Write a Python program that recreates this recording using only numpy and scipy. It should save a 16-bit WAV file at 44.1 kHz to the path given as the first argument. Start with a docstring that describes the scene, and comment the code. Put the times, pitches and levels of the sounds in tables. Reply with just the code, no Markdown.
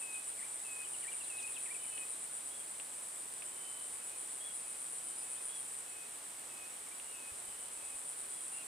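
"""A weedy pond by day

Bush crickets chirp high and fast in the reeds, scraping a file that drives a resonant wing: two near
ones over a far trill and a chorus. A bird repeats a falling whistle, loud at first and then softer;
others warble and pipe further off. Light ticks, rustles, soft bumps on the microphone and the hush
of open country lie underneath."""
import sys
import numpy as np
from scipy import signal
from scipy.fft import rfft, irfft, next_fast_len
from scipy.io import wavfile
from scipy.ndimage import map_coordinates

SR = 44100
rng = np.random.default_rng(int(sys.argv[2]) if len(sys.argv) > 2 else 0)


def wrap_up_sound(samples):
    """Save the sound to the file named by the first command line argument, as 16-bit audio."""
    columns = np.atleast_2d(samples).T
    # keep every value between -1 and 1, then stretch to whole-number steps
    tamed = np.clip(columns, -1, 1)
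    steps = np.round(tamed * 32767).astype(np.int16)
    wavfile.write(sys.argv[1], SR, steps)


N = 382347
TIME_S = np.arange(N) / SR


def amp(db):
    """The decibel scale: amplitude grows tenfold for every 20 dB."""
    return 10 ** (np.asarray(db) / 20)


def unit(x):
    """Normalisation to an rms amplitude of 1."""
    return x / np.sqrt(np.mean(x ** 2) + 1e-20)


def along(points, hz):
    """Interpolation of (frequency, value) points on a logarithmic frequency axis."""
    knots_hz, values = np.transpose(points)
    return np.interp(np.log(hz + 1), np.log(knots_hz + 1), values)


def wobble(rate_hz):
    """Smooth random modulation: a spline through rate_hz Gaussian values a second."""
    knots = rng.standard_normal(int(N * rate_hz / SR) + 4)
    return map_coordinates(knots, [TIME_S * rate_hz])


def filtered(x, response):
    """Linear filtering: the spectrum is multiplied by a frequency response."""
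    size = next_fast_len(N + SR // 2)
    return irfft(rfft(x, size) * response(np.fft.rfftfreq(size, 1 / SR)), size)[..., :N]


def resonance(drive, hz, width_hz):
    """A damped resonator, such as a wing membrane, favours one frequency; the output has rms 1."""
    return unit(filtered(drive, lambda f: 1j * f * width_hz / (hz * hz - f * f + 1j * f * width_hz)))


def tone(hz):
    """Frequency modulation: the phase of a sine is the integral of its pitch contour."""
    return np.sin(2 * np.pi * np.cumsum(hz) / SR)


def add(track, start_s, sound):
    """Superposition: a sound adds to the track from its onset."""
    start = int(np.clip(round(start_s * SR), 0, N))
    track[start:start + len(sound)] += sound[:N - start]


def panned(x, pan_db):
    """A level difference between the channels gives direction; positive is left."""
    return x * amp([[pan_db / 2], [-pan_db / 2]])


def placed(x, t60_s, wet_db, pan_db):
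    """Scattering: leaves add a different decaying tail to the direct sound in each channel."""
    t = np.arange(SR // 2) / SR
    tail = rng.standard_normal((2, len(t))) * amp(-60 * t / t60_s)
    tail /= np.linalg.norm(tail, axis=1, keepdims=True)
    scatter = signal.fftconvolve(x[None], tail, axes=1)[:, :N]
    return panned((x + amp(wet_db) * scatter) / np.hypot(1, amp(wet_db)), pan_db)


def air():
    """Partial coherence: the hush is alike on both sides in bass and top treble, diffuse between."""
    # spectrum of the open air: frequency_hz, relative_density_db
    spectrum = [(20, -22), (35, -14.5), (55, -8.5), (100, -8.5), (200, -4.5), (400, 1), (900, 2.5),
                (1400, 0), (2400, -2), (3200, -3.5), (4800, -7), (8000, -5.5), (12000, -9), (15500, -14)]
    # likeness of left and right: frequency_hz, correlation
    coherence = [(50, .995), (100, 0.98), (180, 0.83), (350, 0.38), (700, -0.081), (1500, -0.095),
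                 (3000, 0.43), (6000, 0.38), (10000, 1), (11500, 1)]

    def mid_side(hz):
        """Power divides between sum and difference according to the correlation."""
        angle = np.arccos(np.clip(along(coherence, hz), -1, 1)) / 2
        return amp(along(spectrum, hz)) * [np.cos(angle), np.sin(angle)]

    mid, side = filtered(rng.standard_normal((2, N)), mid_side)
    return amp(-53.5 + .11 * wobble(2.43)) * unit(np.array([mid + side, mid - side]))


def taps(rows, t60_s, attack_s):
    """Heavy damping: each tap rings for only a few cycles."""
    track, t = np.zeros(N), np.arange(SR // 4) / SR
    for start_s, level_db, pitch_hz in rows:
        envelope = amp(level_db - 60 * t / t60_s) * (1 - np.exp(-t / attack_s))
        add(track, start_s, envelope * np.sin(2 * np.pi * pitch_hz * t))
    return track


def bumps():
    """Soft bumps on the microphone excite low, damped oscillations."""
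    # bumps: start_s, level_db, pitch_hz
    impacts = [(7.318, -45, 79), (7.48, -53, 60), (7.77, -59.5, 48), (7.95, -54, 55)]
    return taps(impacts, t60_s=.043, attack_s=.0038)


def rustles():
    """Amplitude-modulated noise: brief crackly hisses in the leaves."""
    # dry rustles: start_s, length_s, level_db
    bursts = [(1.393, .06, -54), (5.539, 0.047, -55)]
    swell = np.zeros(N)
    for start_s, length_s, level_db in bursts:
        add(swell, start_s, amp(level_db) * np.hanning(int(length_s * SR)))
    crackle = resonance(rng.standard_normal(N) * amp(6.1 * wobble(400)), hz=5500, width_hz=2800)
    return placed(swell * crackle, t60_s=.046, wet_db=-11, pan_db=0)


def ticks():
    """Transients: oscillations that die within milliseconds are heard as light ticks."""
    # ticks by the water: start_s, level_db, pitch_hz
    clicks = [(1.9785, -30, 2800), (2.7993, -30, 2830), (3.4225, -30.5, 2570), (6.9992, -34, 2820)]
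    return placed(taps(clicks, t60_s=.0043, attack_s=.000092), t60_s=.063, wet_db=-1.5, pan_db=1)


def note(length_s, start_hz, end_hz, arch_hz=0):
    """A bird's note is a frequency glide, which may arch upward on the way."""
    progress = np.linspace(0, 1, int(length_s * SR))
    arch = np.abs(np.sin(np.pi * progress))
    return arch ** .25 * tone(start_hz + (end_hz - start_hz) * progress + arch_hz * arch)


def pipers():
    """Far birds pipe thin, nearly pure tones, blurred by reverberation."""
    # piping notes: start_s, length_s, start_hz, end_hz, level_db
    pipes = [(1.77, 0.27, 3016, 2964, -59), (3.45, .43, 3072, 3036, -60), (4.96, 0.19, 3080, 3040, -67),
             (5.17, .055, 5200, 4950, -64), (5.35, .04, 2970, 3730, -59), (6.99, .2, 2824, 2840, -64.5),
             (7.44, .28, 3050, 2994, -65), (8.52, 0.11, 2760, 2770, -58.5)]
    # arched notes: start_s, level_db
    arches = [(2.5, -60), (4.4, -53.5), (5.485, -57), (8.3, -63.5)]
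    song = np.zeros(N)
    for start_s, length_s, start_hz, end_hz, level_db in pipes:
        add(song, start_s, amp(level_db) * note(length_s, start_hz, end_hz))
    for start_s, level_db in arches:
        add(song, start_s, amp(level_db) * note(length_s=.117, start_hz=3236, end_hz=3236, arch_hz=140))
    return placed(song * amp(wobble(80)), t60_s=.41, wet_db=-3.5, pan_db=3)


def chips(count=12, first_s=.845, every_s=.09, first_hz=2935, sag_hz_per_s=534, fall_hz=400):
    """Quick downward sweeps in an even run that sinks in pitch as it swells and fades."""
    song = np.zeros(N)
    for k, from_middle in enumerate(np.linspace(-1, 1, count)):
        hz = first_hz - sag_hz_per_s * k * every_s
        chip = note(length_s=.0227, start_hz=hz + fall_hz / 2, end_hz=hz - fall_hz / 2)
        add(song, first_s + k * every_s, amp(-52.5 - 2 * from_middle ** 2) * chip)
    return song


def warblers(call_s=.075):
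    """Birds on the bank modulate their pitch: smoothly in chips and scoops, noisily in hoarse slurs."""
    # scooping calls: start_s, level_db
    scoops = [(.378, -53), (1.023, -51), (1.651, -50.5), (6.86, -62)]
    # contour of one scoop: length_fraction, pitch_hz, gain_db
    contour = [(0, 2464, -8), (.15, 2198, -1.5), (.3, 1952, -2), (.48, 1723, -6), (.65, 2000, -3),
               (.82, 2380, 3), (.92, 2350, 2.5), (1, 2480, -18)]
    # hoarse slurs: start_s, level_db
    slurs = [(.11, -60), (.275, -64), (1.071, -62), (1.22, -58), (1.36, -58), (1.52, -58.5), (2.11, -64)]
    song = chips()
    progress = np.linspace(0, 1, int(call_s * SR))
    fraction, pitch_hz, gain_db = np.transpose(contour)
    scoop = amp(np.interp(progress, fraction, gain_db)) * tone(np.interp(progress, fraction, pitch_hz))
    for start_s, level_db in scoops:
        add(song, start_s, amp(level_db) * scoop)
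    slur_hz = 3450 + 550 * np.sin(5 * progress + .37)
    for start_s, level_db in slurs:
        rasp_hz = 165 * wobble(690)[:len(progress)]
        add(song, start_s, amp(level_db) * np.sin(np.pi * progress) * tone(slur_hz + rasp_hz))
    return placed(song * amp(3 * wobble(150)), t60_s=.53, wet_db=-4.5, pan_db=7)


def whistler(floor_hz=2500, sag_hz=125, hook_hz=109, echo_s=.095):
    """A pure tone sinks ever more slowly, swells and stops short; trees across the pond reflect it."""
    # falling whistles in two bouts: start_s, length_s, level_db
    whistles = [(.005, .19, -47.5), (0.641, 0.21, -48.5), (1.295, 0.18, -47.5), (1.912, 0.138, -51),
                (3.97, .2, -63), (4.589, .19, -63.5), (5.211, 0.22, -60.5), (5.85, .21, -58.5),
                (6.49, .185, -56), (7.119, .19, -55), (7.761, 0.2, -58.5), (8.452, .2, -64)]
    song = np.zeros(N)
    for start_s, length_s, level_db in whistles:
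        progress = np.linspace(0, 1, int(length_s * SR))
        glide_hz = floor_hz + sag_hz * np.exp(-progress / .5) + hook_hz * np.exp(-progress / .04)
        waver_hz = 3.9 * rng.standard_normal() + 9 * wobble(92)[:len(progress)]
        gate = np.minimum(1, progress / .06) * np.minimum(1, (1 - progress) / .097)
        swell = amp(level_db + 4.3 * (progress - 1))
        add(song, start_s, gate * swell * tone(glide_hz + waver_hz))
    song *= amp(1.4 * wobble(60))
    delayed = filtered(song, lambda hz: np.exp(-2j * np.pi * hz * echo_s))
    bird = placed(song, t60_s=.57, wet_db=-10, pan_db=6)
    echo = amp(-11.5 + 3 * wobble(45)) * placed(delayed, t60_s=.28, wet_db=5, pan_db=-4)
    return bird + echo


def chorus():
    """Incoherent summation: many further crickets merge into a fluttering band of noise."""
    # loudness of the massed singers: time_s, level_db
    levels = [(0, -47.5), (1.76, -46), (2.6, -48.5), (4.2, -47.5), (5.5, -47), (6.25, -50), (7, -49.6),
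              (8.67, -47.5)]
    # spectrum of their wings: frequency_hz, relative_density_db
    spectrum = [(5500, -43), (6800, -19), (7350, -9), (7800, 1), (8300, -2), (9000, 4), (9600, 0),
                (10300, -15.5), (10600, -13.5), (11300, -17), (11750, -42), (14000, -40)]
    level_db = np.interp(TIME_S, *np.transpose(levels))
    flutter = amp(1.25 * wobble(330) + .33 * wobble(18))
    noise = flutter * rng.standard_normal((2, N))
    mid, side = unit(filtered(noise, lambda hz: amp(along(spectrum, hz))))
    return panned(amp(level_db) * (mid + .35 * np.array([side, -side])), pan_db=-1)


def strokes(pitch_hz, stroke_hz, sweep_hz, sharpness, roughness, scatter_db):
    """Stridulation: the scraper slows along the file, so each wing stroke falls in pitch."""
    cycle = np.cumsum(stroke_hz * (1 + .02 * wobble(12) + .04 * wobble(130))) / SR % 1
    pulse = np.sin(np.pi * cycle) ** sharpness * amp(scatter_db * wobble(140))
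    phase = 2 * np.pi * np.cumsum(pitch_hz + sweep_hz * (.5 - cycle) + 90 * wobble(130)) / SR
    # uneven teeth roughen the tone
    in_phase = (1 + roughness * wobble(1000)) * np.sin(phase)
    quadrature = roughness * wobble(1000) * np.cos(phase)
    return unit(pulse * (in_phase + quadrature))


def chirp_times(first_s, chirps_per_s, jitter_s=.003):
    """Phase accumulation: a chirp comes each time the singer's tempo completes a cycle."""
    cycles = np.cumsum(chirps_per_s * np.ones(N)) / SR
    beats = np.arange(np.interp(first_s, TIME_S, cycles), cycles[-1])
    return np.interp(beats, cycles, TIME_S) + jitter_s * rng.standard_normal(len(beats))


def chirp_envelope(times_s, levels_db, width_s, scatter_db=.7):
    """Powers add: one Gaussian swell for every chirp, no two quite equally loud."""
    power = np.zeros(N)
    for centre_s, level_db in zip(times_s, levels_db + scatter_db * rng.standard_normal(len(times_s))):
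        span = slice(max(0, int((centre_s - .2) * SR)), int((centre_s + .2) * SR))
        power[span] += amp(level_db) ** 2 * np.exp(-((TIME_S[span] - centre_s) / width_s) ** 2)
    return np.sqrt(power)


def high_cricket():
    """A far singer's even, high trill arrives more by scattering than by the direct path."""
    # the trill, which rests for a while: time_s, level_db
    levels = [(0, -64), (1.5, -57), (3.15, -57.5), (3.27, -75), (6.3, -75), (7, -60), (8.67, -57)]
    level_db = np.interp(TIME_S, *np.transpose(levels))
    scrape = strokes(9870, stroke_hz=150.3, sweep_hz=500, sharpness=1, roughness=.5, scatter_db=3)
    song = resonance(scrape, hz=9870, width_hz=390)
    return placed(amp(level_db) * song, t60_s=.08, wet_db=3, pan_db=-2)


def low_cricket():
    """Forced resonance of one wing mode: a lower, very even chirper, deeper in the leaves."""
    # loudness of its chirps: time_s, level_db
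    levels = [(0, -50.5), (4, -51), (6.3, -53.3), (8.67, -51.5)]
    times_s = chirp_times(first_s=.043, chirps_per_s=8.69)
    swell = chirp_envelope(times_s, np.interp(times_s, *np.transpose(levels)), width_s=.027)
    scrape = strokes(7930, stroke_hz=141.1, sweep_hz=830, sharpness=.61, roughness=.3, scatter_db=2)
    song = resonance(scrape, hz=7934, width_hz=330)
    return placed(song * swell, t60_s=.06, wet_db=-5, pan_db=0)


def near_cricket(upper_lead_s=.018):
    """Two wing modes: each chirp of the nearest singer starts on the upper and settles on the main."""
    # its tempo: time_s, chirps_per_s
    tempo = [(0, 7.45), (1.2, 8.34), (2.3, 8.41), (3.3, 7.91), (4.4, 8.15), (5.7, 7.39), (7, 8.24),
             (8.67, 8.74)]
    # its effort, which breaks off and slowly builds again: time_s, level_db, upper_mode_offset_db
    effort = [(0, -44, -12), (.8, -46, -7), (1.85, -45.5, -2.5), (2.47, -46, -7), (2.6, -49.5, -10),
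              (3.4, -47.5, -10), (3.8, -47.5, -5), (4.7, -46.5, -2), (5.5, -47, 0), (5.77, -46, -7),
              (5.88, -58, -6), (6.8, -55.5, -4), (8.149, -46.5, -8), (8.67, -46.5, -4)]
    times_s = chirp_times(first_s=.021, chirps_per_s=np.interp(TIME_S, *np.transpose(tempo)))
    knots_s, level_db, offset_db = np.transpose(effort)
    main_db = np.interp(times_s, knots_s, level_db)
    upper_db = np.interp(times_s, knots_s, level_db + offset_db)
    main = chirp_envelope(times_s, main_db, width_s=.034)
    upper = chirp_envelope(times_s - upper_lead_s, upper_db, width_s=.034)
    # harder strokes run faster along the file and so reach the upper mode
    upper_share = upper ** 2 / (main ** 2 + upper ** 2 + 1e-12)
    pitch_hz = 8900 + 680 * upper_share
    scrape = strokes(pitch_hz, stroke_hz=132.5, sweep_hz=1870, sharpness=2.5, roughness=.22, scatter_db=1)
    song = main * resonance(scrape, hz=9100, width_hz=520)
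    song += .81 * upper * resonance(scrape, hz=9700, width_hz=360)
    return placed(song, t60_s=.076, wet_db=-7.5, pan_db=1.7)


def scene():
    """Superposition of independent sources: insects in front, birds behind, air all round."""
    insects = near_cricket() + low_cricket() + high_cricket() + chorus()
    birds = whistler() + warblers() + pipers()
    return insects + birds + ticks() + rustles() + bumps() + air()


def record(dry):
    """Band limiting: an ideal low-pass filter removes the highest treble."""
    return filtered(dry, lambda hz: hz < 15500)


dry = scene()
out = record(dry)
wrap_up_sound(out)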